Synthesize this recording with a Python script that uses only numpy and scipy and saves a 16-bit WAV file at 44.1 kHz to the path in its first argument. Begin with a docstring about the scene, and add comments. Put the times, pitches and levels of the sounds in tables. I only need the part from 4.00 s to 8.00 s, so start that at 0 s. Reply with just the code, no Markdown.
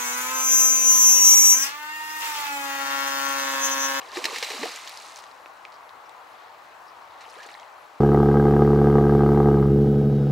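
"""A pond, a few metres from a grassy bank, in stereo with the action almost straight ahead.
At once something thrashes at the surface: water slaps, air pockets gulp, then spray rains back
and thins to stray drips. The grass rustles faintly, and three seconds on a weak second splash
bubbles up. Behind it all lie a soft far-off wind and the thin, high chirps of an insect."""
import sys
import numpy as np
from scipy import signal
from scipy.io import wavfile
from scipy.ndimage import uniform_filter1d

SR = 44100
rng = np.random.default_rng(int(sys.argv[2]) if len(sys.argv) > 2 else 0)


def int16_out(signal):
    """Quantize to a 16-bit WAV file."""
    q = np.round(np.clip(np.atleast_2d(signal).T, -1, 1) * 32767)
    wavfile.write(sys.argv[1], SR, q.astype(np.int16))


N = 4 * SR


def slaps(attack_s=0.0014):
    """Sheets of water slap the pond, each a short noise burst of breaking foam."""
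    # slaps: t/s, level/dB, decay/s, tilt/(dB per octave)
    hits = [(.169, -28.5, 0.0059, -0.5), (0.241, -21, 0.0049, 1.5), (0.2529, -17.5, 0.0053, 2.5),
            (0.3591, -25, 0.0064, 0), (0.382, -29, 0.0073, 4.5), (0.4257, -21, 0.0047, -1),
            (.434, -28.5, 0.0056, 2.5), (0.444, -29, .004, 3.5), (0.5023, -26.5, 0.0023, 0.5),
            (.516, -32, 0.0055, -2), (.629, -25.5, 0.0087, -4.5), (0.652, -34, 0.0041, 5),
            (.873, -37.5, 0.009, 2), (0.893, -35, 0.0023, 6), (1.167, -41, 0.0046, 5),
            (1.187, -40.5, 0.0035, 5), (1.2383, -40, .002, 1), (1.4584, -37.5, 0.001, -5.5),
            (3.207, -44.5, 0.016, 0), (3.429, -42, 0.01, 0), (3.488, -38.5, 0.0026, -4)]
    # spectrum of a slap: f/Hz, level/dB
    spectrum = [(88, -71), (179, -40), (244, -11.5), (352, -13), (428, -1), (643, -6), (900, -0.5),
                (1450, -8.5), (1830, 7), (2860, 0.5), (3410, -3), (4060, 2), (4930, -5), (5440, -1.5),
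                (8830, -17), (15500, -29)]
    out, t = np.zeros(N), np.arange(4096) / SR
    for s, db, decay, tilt in hits:
        shape = envelope(t, attack_s, decay)
        burst = colour(rng.standard_normal(len(t)) * shape, spectrum, tilt)
        add(out, s, amp(db) * burst * np.linalg.norm(shape) / np.linalg.norm(burst))
    return out


def gulps(attack_s=0.0041, partner_ratio=2.2, partner_db=-18, roughness=0.37, wobble_hz=99):
    """Air pockets close under water, each ringing with a second, higher mode; both ring unevenly as they
    deform."""
    # air pockets: t/s, f/Hz, level/dB, decay/s, rise/(octaves per s)
    pockets = [(.129, 1027, -31.5, 0.0046, 6), (.167, 339, -25.5, 0.011, 6.5), (.172, 439, -32.5, 0.018, 6),
               (0.246, 318, -35.5, 0.02, 13), (.327, 414, -32.5, 0.0047, 11), (.424, 486, -29.5, 0.003, 12),
               (.503, 430, -35, 0.0086, 0), (.532, 498, -37.5, .022, -11), (.510, 744, -29, 0.0044, 11),
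               (0.539, 272, -45.5, 0.014, 0.5), (0.586, 236, -37, 0.022, -3), (.611, 228, -33, 0.015, 20),
               (.631, 409, -21, 0.0073, 10.5), (.653, 325, -38, .007, -2), (.654, 704, -29.5, .008, 6),
               (3.362, 355, -44.5, 0.036, 30), (3.379, 1184, -44, 0.011, 4),
               (3.399, 1630, -37.5, 0.0112, 8), (3.418, 1800, -42, 0.0042, -1),
               (3.457, 420, -46, 0.0043, 9)]
    out = np.zeros(N)
    for s, hz, db, decay, rise in pockets:
        pocket = bubble(hz, decay, rise, attack_s)
        partner = amp(partner_db) * bubble(hz * partner_ratio, decay, rise, attack_s)
        for ring in pocket, partner:
            add(out, s, amp(db) * ring * (1 + roughness * wobble(len(ring), wobble_hz)))
    return out


def drips():
    """Single drops trap a small bubble and plink; spatter lands with a sharp tick."""
    # drops: t/s, f/Hz, level/dB
    plinks = [(.017, 2700, -32), (0.118, 4350, -30), (0.875, 3280, -27.5), (1.314, 4270, -37.5),
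              (1.652, 2300, -26.5), (3.254, 2640, -38.5), (3.342, 9300, -41), (3.542, 3900, -30.5),
              (3.551, 1890, -32), (3.631, 2740, -38.5)]
    # spatter: t/s, f/Hz, level/dB
    ticks = [(.761, 6940, -20.5), (.974, 4930, -22.5), (1.022, 8400, -33), (1.132, 3440, -37),
             (1.16, 6140, -25.5), (1.46, 1150, -28), (1.6515, 3940, -29.5), (1.722, 4500, -37),
             (1.727, 4300, -38), (1.742, 4300, -37), (1.893, 3800, -33), (2.095, 3680, -35),
             (2.095, 7950, -41), (3.3, 5400, -36.5), (3.465, 6960, -34), (3.516, 7200, -38.5),
             (3.599, 5500, -34.5)]
    out = np.zeros(N)
    for s, hz, db in plinks:
        add(out, s, amp(db) * bubble(hz, decay_s=2.9 / hz, rise=35, attack_s=0.00018))
    for s, hz, db in ticks:
        add(out, s, amp(db) * bubble(hz, decay_s=0.00031, rise=0, attack_s=0.5 / hz))
    return out


def spray():
    """Fine spray rains back on the pond after each splash."""
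    # spray of the first and of the second splash: t/s, level/dB
    first = [(0, -55), (.11, -52), (.16, -36), (.22, -42.5), (.27, -39), (.35, -36.5), (.405, -39),
             (.44, -37), (.50, -35.5), (.60, -38.5), (.66, -37), (.75, -42), (.84, -45.5), (1.15, -52.5),
             (1.4, -63)]
    second = [(3.15, -86), (3.37, -64), (3.44, -60), (3.7, -85)]
    # spectrum of the spray: f/Hz, level/dB
    spectrum = [(200, -3), (600, -13), (1100, -5), (1450, -5.5), (1850, 1.5), (2850, 1), (3350, -3.5),
                (4050, 1.5), (4900, -3.5), (7500, -7.5), (9000, -14), (12000, -18), (15500, -23.5)]
    drops = shower(spectrum, per_s=7000, spread_db=-0.5, band_hz=(694, 14350), cycles=1.97, width=0.099)
    return drops * (level(first) + level(second))


def patter():
    """Separate drops land after each splash, spread wider across the stereo image."""
    # fall of drops: t/s, level/dB
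    fall = [(.1, -74), (.3, -53), (.9, -50.5), (1.18, -52.5), (1.3, -68), (3.15, -90), (3.3, -59.5),
            (3.5, -64), (3.8, -88)]
    # spectrum of the drops: f/Hz, level/dB
    spectrum = [(500, -33), (1900, -12), (4200, 3.5), (11000, -9), (15500, -27)]
    drops = shower(spectrum, per_s=380, spread_db=2, band_hz=(1860, 12400), cycles=1.23, width=0.64)
    return drops * level(fall)


def churn():
    """The broken surface churns with low bubbles, then settles to a quiet burble."""
    # churning: t/s, level/dB
    surge = [(0, -47.5), (.1, -50.5), (.17, -40.5), (.22, -43), (.31, -37.5), (.4, -47), (.52, -42),
             (.6, -44.5), (.65, -39.5), (.72, -48), (.85, -55), (1.1, -55.5)]
    # spectrum of the churning: f/Hz, level/dB
    spectrum = [(100, -48), (190, -13.5), (280, -11.5), (450, -3), (600, -3.5), (780, -4), (1150, 1.5),
                (1450, -12), (2500, -47.5), (8000, -74.5)]
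    bubbles = shower(spectrum, per_s=900, spread_db=3.24, band_hz=(218, 1602), cycles=1.88, width=0.59)
    return bubbles * level(surge)


def fizz():
    """Small bubbles plink as air wells up around both splashes."""
    # rising air: t/s, level/dB
    welling = [(0, -51), (.7, -49), (1.5, -75.5), (3.1, -79), (3.22, -57.5), (3.48, -51.5), (3.6, -55),
               (3.8, -72)]
    # spectrum of the fizz: f/Hz, level/dB
    spectrum = [(1800, 3.5), (4200, -3.5), (10000, -21)]
    bubbles = shower(spectrum, per_s=560, spread_db=2, band_hz=(1602, 10400), cycles=6, width=0.38)
    return bubbles * level(welling)


def bank(pair, echo_db=-11, t60_s=0.058, delay_s=0.004):
    """Adds faint scatter from the bank and reeds, different at each microphone."""
    t = np.arange(SR // 3) / SR
    tail = rng.standard_normal((2, len(t))) * amp(-60 * t / t60_s) * (t > delay_s)
    echo = signal.fftconvolve(pair, tail / np.linalg.norm(tail[0]), axes=1)[:, :N]
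    return pair + amp(echo_db) * echo


def wind(patchy_db=1.0):
    """Far-off wind: a soft rush with drifting patches, partly alike at the two microphones."""
    # spectrum of the wind: f/Hz, level/dB
    spectrum = [(25, -55), (75, -21), (152, -24), (300, -25.5), (400, -19), (598, -7.5), (826, -1.5),
                (1140, -3), (1900, -11.5), (3930, -26), (6730, -35), (7700, -35.5), (9050, -37),
                (15500, -34.5)]
    # strength of the wind: t/s, level/dB
    strength = [(0, -44.5), (1.3, -47), (2.2, -46.5), (3.6, -46.5), (4, -48)]
    # likeness of left and right: f/Hz, coherence/1
    coherence = [(100, 0.98), (380, 0.72), (950, 0.56), (2380, 0.066), (15000, 0.17)]
    # stereo balance: f/Hz, left minus right/dB
    balance = [(150, 0.5), (950, 5.5), (2380, 4.5), (5980, -2), (15000, 0.5)]
    hz = np.fft.rfftfreq(2048, 1 / SR)
    noise = rng.standard_normal((N // 512 + 5, len(hz), 5)).T
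    left, unrelated = noise[0] + 1j * noise[1], noise[2] + 1j * noise[3]
    same = read(coherence, hz)[:, None]
    right = same * left + np.sqrt(1 - same ** 2) * unrelated
    patches = uniform_filter1d(noise[4], size=20, axis=0)  # smooth across frequency
    patches = unit(uniform_filter1d(patches, size=9, axis=1))  # and across time
    gain = amp(read(spectrum, hz)[:, None] + patchy_db * patches)
    sides = amp(np.outer([.5, -.5], read(balance, hz)))[:, :, None]
    _, rush = signal.istft(np.array([left, right]) * gain * sides, nperseg=2048, noverlap=1536)
    return level(strength) * unit(rush[:, :N])


def rustle():
    """Grass on the bank gives a faint, dry crackle."""
    # two stirs of the grass: t/s, level/dB
    stirs = [(2.1, -80), (2.42, -60.5), (2.8, -80), (3.15, -60.5), (3.8, -77)]
    # spectrum of the grass: f/Hz, level/dB
    spectrum = [(1500, -34), (3000, 6), (4100, 6.5), (5500, -5.5), (8000, -30)]
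    crackle = shower(spectrum, per_s=2000, spread_db=2.4, band_hz=(2200, 10700),
                     cycles=3.4, width=0.87, pitches=16)
    return crackle * level(stirs)


def swishes(flutter_hz=520):
    """Brief, faint swishes, each a narrow hiss that swells and fades."""
    # swishes: t/s, length/s, f/Hz, level/dB
    hisses = [(1.738, .035, 4740, -56.5), (2.052, .025, 5350, -60), (2.863, .05, 5020, -57.5)]
    out = np.zeros(N)
    for s, length, hz, db in hisses:
        t = np.arange(0, length, 1 / SR)
        hiss = wobble(len(t), flutter_hz) * np.sin(2 * np.pi * hz * t)
        add(out, s, amp(db) * np.sin(np.pi * t / length) * hiss)
    return out


def insect(pitch_hz=11260, waver_hz=65, level_db=-71.5, chirp_s=0.098, edge_s=0.013):
    """An insect gives short, even chirps on one very high, slightly wavering note."""
    # chirp starts: t/s
    starts = [0, 1.397, 1.83, 2.262, 2.797, 3.226, 3.768]
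    out, t = np.zeros(N), np.arange(0, chirp_s, 1 / SR)
    gate = np.clip(np.minimum(t, chirp_s - t) / edge_s, 0, 1)
    for s in starts:
        hz = pitch_hz + waver_hz * wobble(len(t), 200)
        add(out, s, amp(level_db) * gate * np.sin(2 * np.pi * np.cumsum(hz) / SR))
    return out


def bubble(hz, decay_s, rise, attack_s):
    """A dying sine gliding by `rise` octaves per s; a bubble's pitch climbs as it nears the surface."""
    t = np.arange(0, 7 * decay_s + attack_s, 1 / SR)
    pitch = np.minimum(hz * 2 ** (rise * t), SR / 2)
    return envelope(t, attack_s, decay_s) * np.sin(2 * np.pi * np.cumsum(pitch) / SR)


def shower(spectrum, per_s, spread_db, band_hz, cycles, width, pitches=40):
    """A steady stereo rain of tiny random pings at rms 1, each decaying over `cycles` periods."""
    out = np.zeros((2, N))
    per_pitch = int(per_s * N / SR / pitches)
    for hz in np.geomspace(*band_hz, pitches):
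        when, chance, pan = rng.random((N // 100, 3))[:per_pitch].T
        size = amp(spread_db * np.minimum(-np.log(chance + 1e-9), 4))
        clicks = np.zeros((2, N))
        clicks[:, (when * N).astype(int)] = size * (1 + width * np.outer([1, -1], 2 * pan - 1))
        decay_s = cycles / hz
        ping = bubble(hz, decay_s, rise=0.021 / decay_s, attack_s=0.51 * decay_s)
        ping *= np.sqrt(hz / np.sum(ping ** 2))  # equal energy per Hz across the band
        out += signal.oaconvolve(clicks, ping[None], axes=1)[:, :N]
    return unit(np.array([colour(side, spectrum) for side in out]))


def colour(x, spectrum, tilt_db=0):
    """Minimum-phase filter with the given spectrum, tilted by tilt_db per octave above 500 Hz."""
    hz = abs(np.fft.fftfreq(4096, 1 / SR))
    db = read(spectrum, hz) + tilt_db * np.log2(np.maximum(hz, 500) / 2000)
    log_gain = np.log(amp(np.maximum(db, -90)))
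    response = np.exp(np.conj(signal.hilbert(log_gain)))
    taps = np.fft.ifft(response).real[:2048]
    return signal.fftconvolve(x, taps)[:len(x)]


def envelope(t, attack_s, decay_s):
    """A linear rise, then an exponential decay."""
    return np.minimum(t / attack_s, 1) * np.exp(-np.maximum(t - attack_s, 0) / decay_s)


def wobble(count, hz):
    """A random flutter of rms about 1, low-passed at hz."""
    low_pass = signal.butter(2, hz, fs=SR, output="sos")
    return unit(signal.sosfilt(low_pass, rng.standard_normal(SR)))[-count:]


def amp(db):
    """Decibels to gain."""
    return 10 ** (np.asarray(db) / 20)


def unit(x):
    """Scales to rms 1."""
    return x / np.sqrt(np.mean(x ** 2) + 1e-20)


def read(points, hz):
    """Interpolates a table on a log-frequency axis."""
    f, value = np.transpose(points)
    return np.interp(np.log(hz + 1), np.log(f + 1), value)


def level(points):
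    """A level curve as gain per sample."""
    return amp(np.interp(np.arange(N) / SR, *np.transpose(points)))


def add(mix, s, sound):
    """Lays a sound into the mix at time s."""
    part = mix[round(s * SR):][:len(sound)]
    part += sound[:len(part)]


def scene(lean_right_db=0.34, low_cut_hz=200):
    """The splashes sit almost straight ahead, with no deep bass; wind, grass and insect lie behind."""
    water = slaps() + gulps() + drips() + spray() + patter() + churn() + fizz()
    water *= amp([[-lean_right_db], [lean_right_db]])
    water = signal.sosfilt(signal.butter(4, low_cut_hz, "high", fs=SR, output="sos"), water)
    return bank(water) + wind() + rustle() + swishes() + insect()


def record(dry, edge_hz=15800):
    """The recorder's band limit cuts the highest treble."""
    low_pass = signal.firwin(511, edge_hz, window=("kaiser", 9), fs=SR)
    return signal.oaconvolve(dry, low_pass[None], "same")


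dry = scene()
out = record(dry)
int16_out(out)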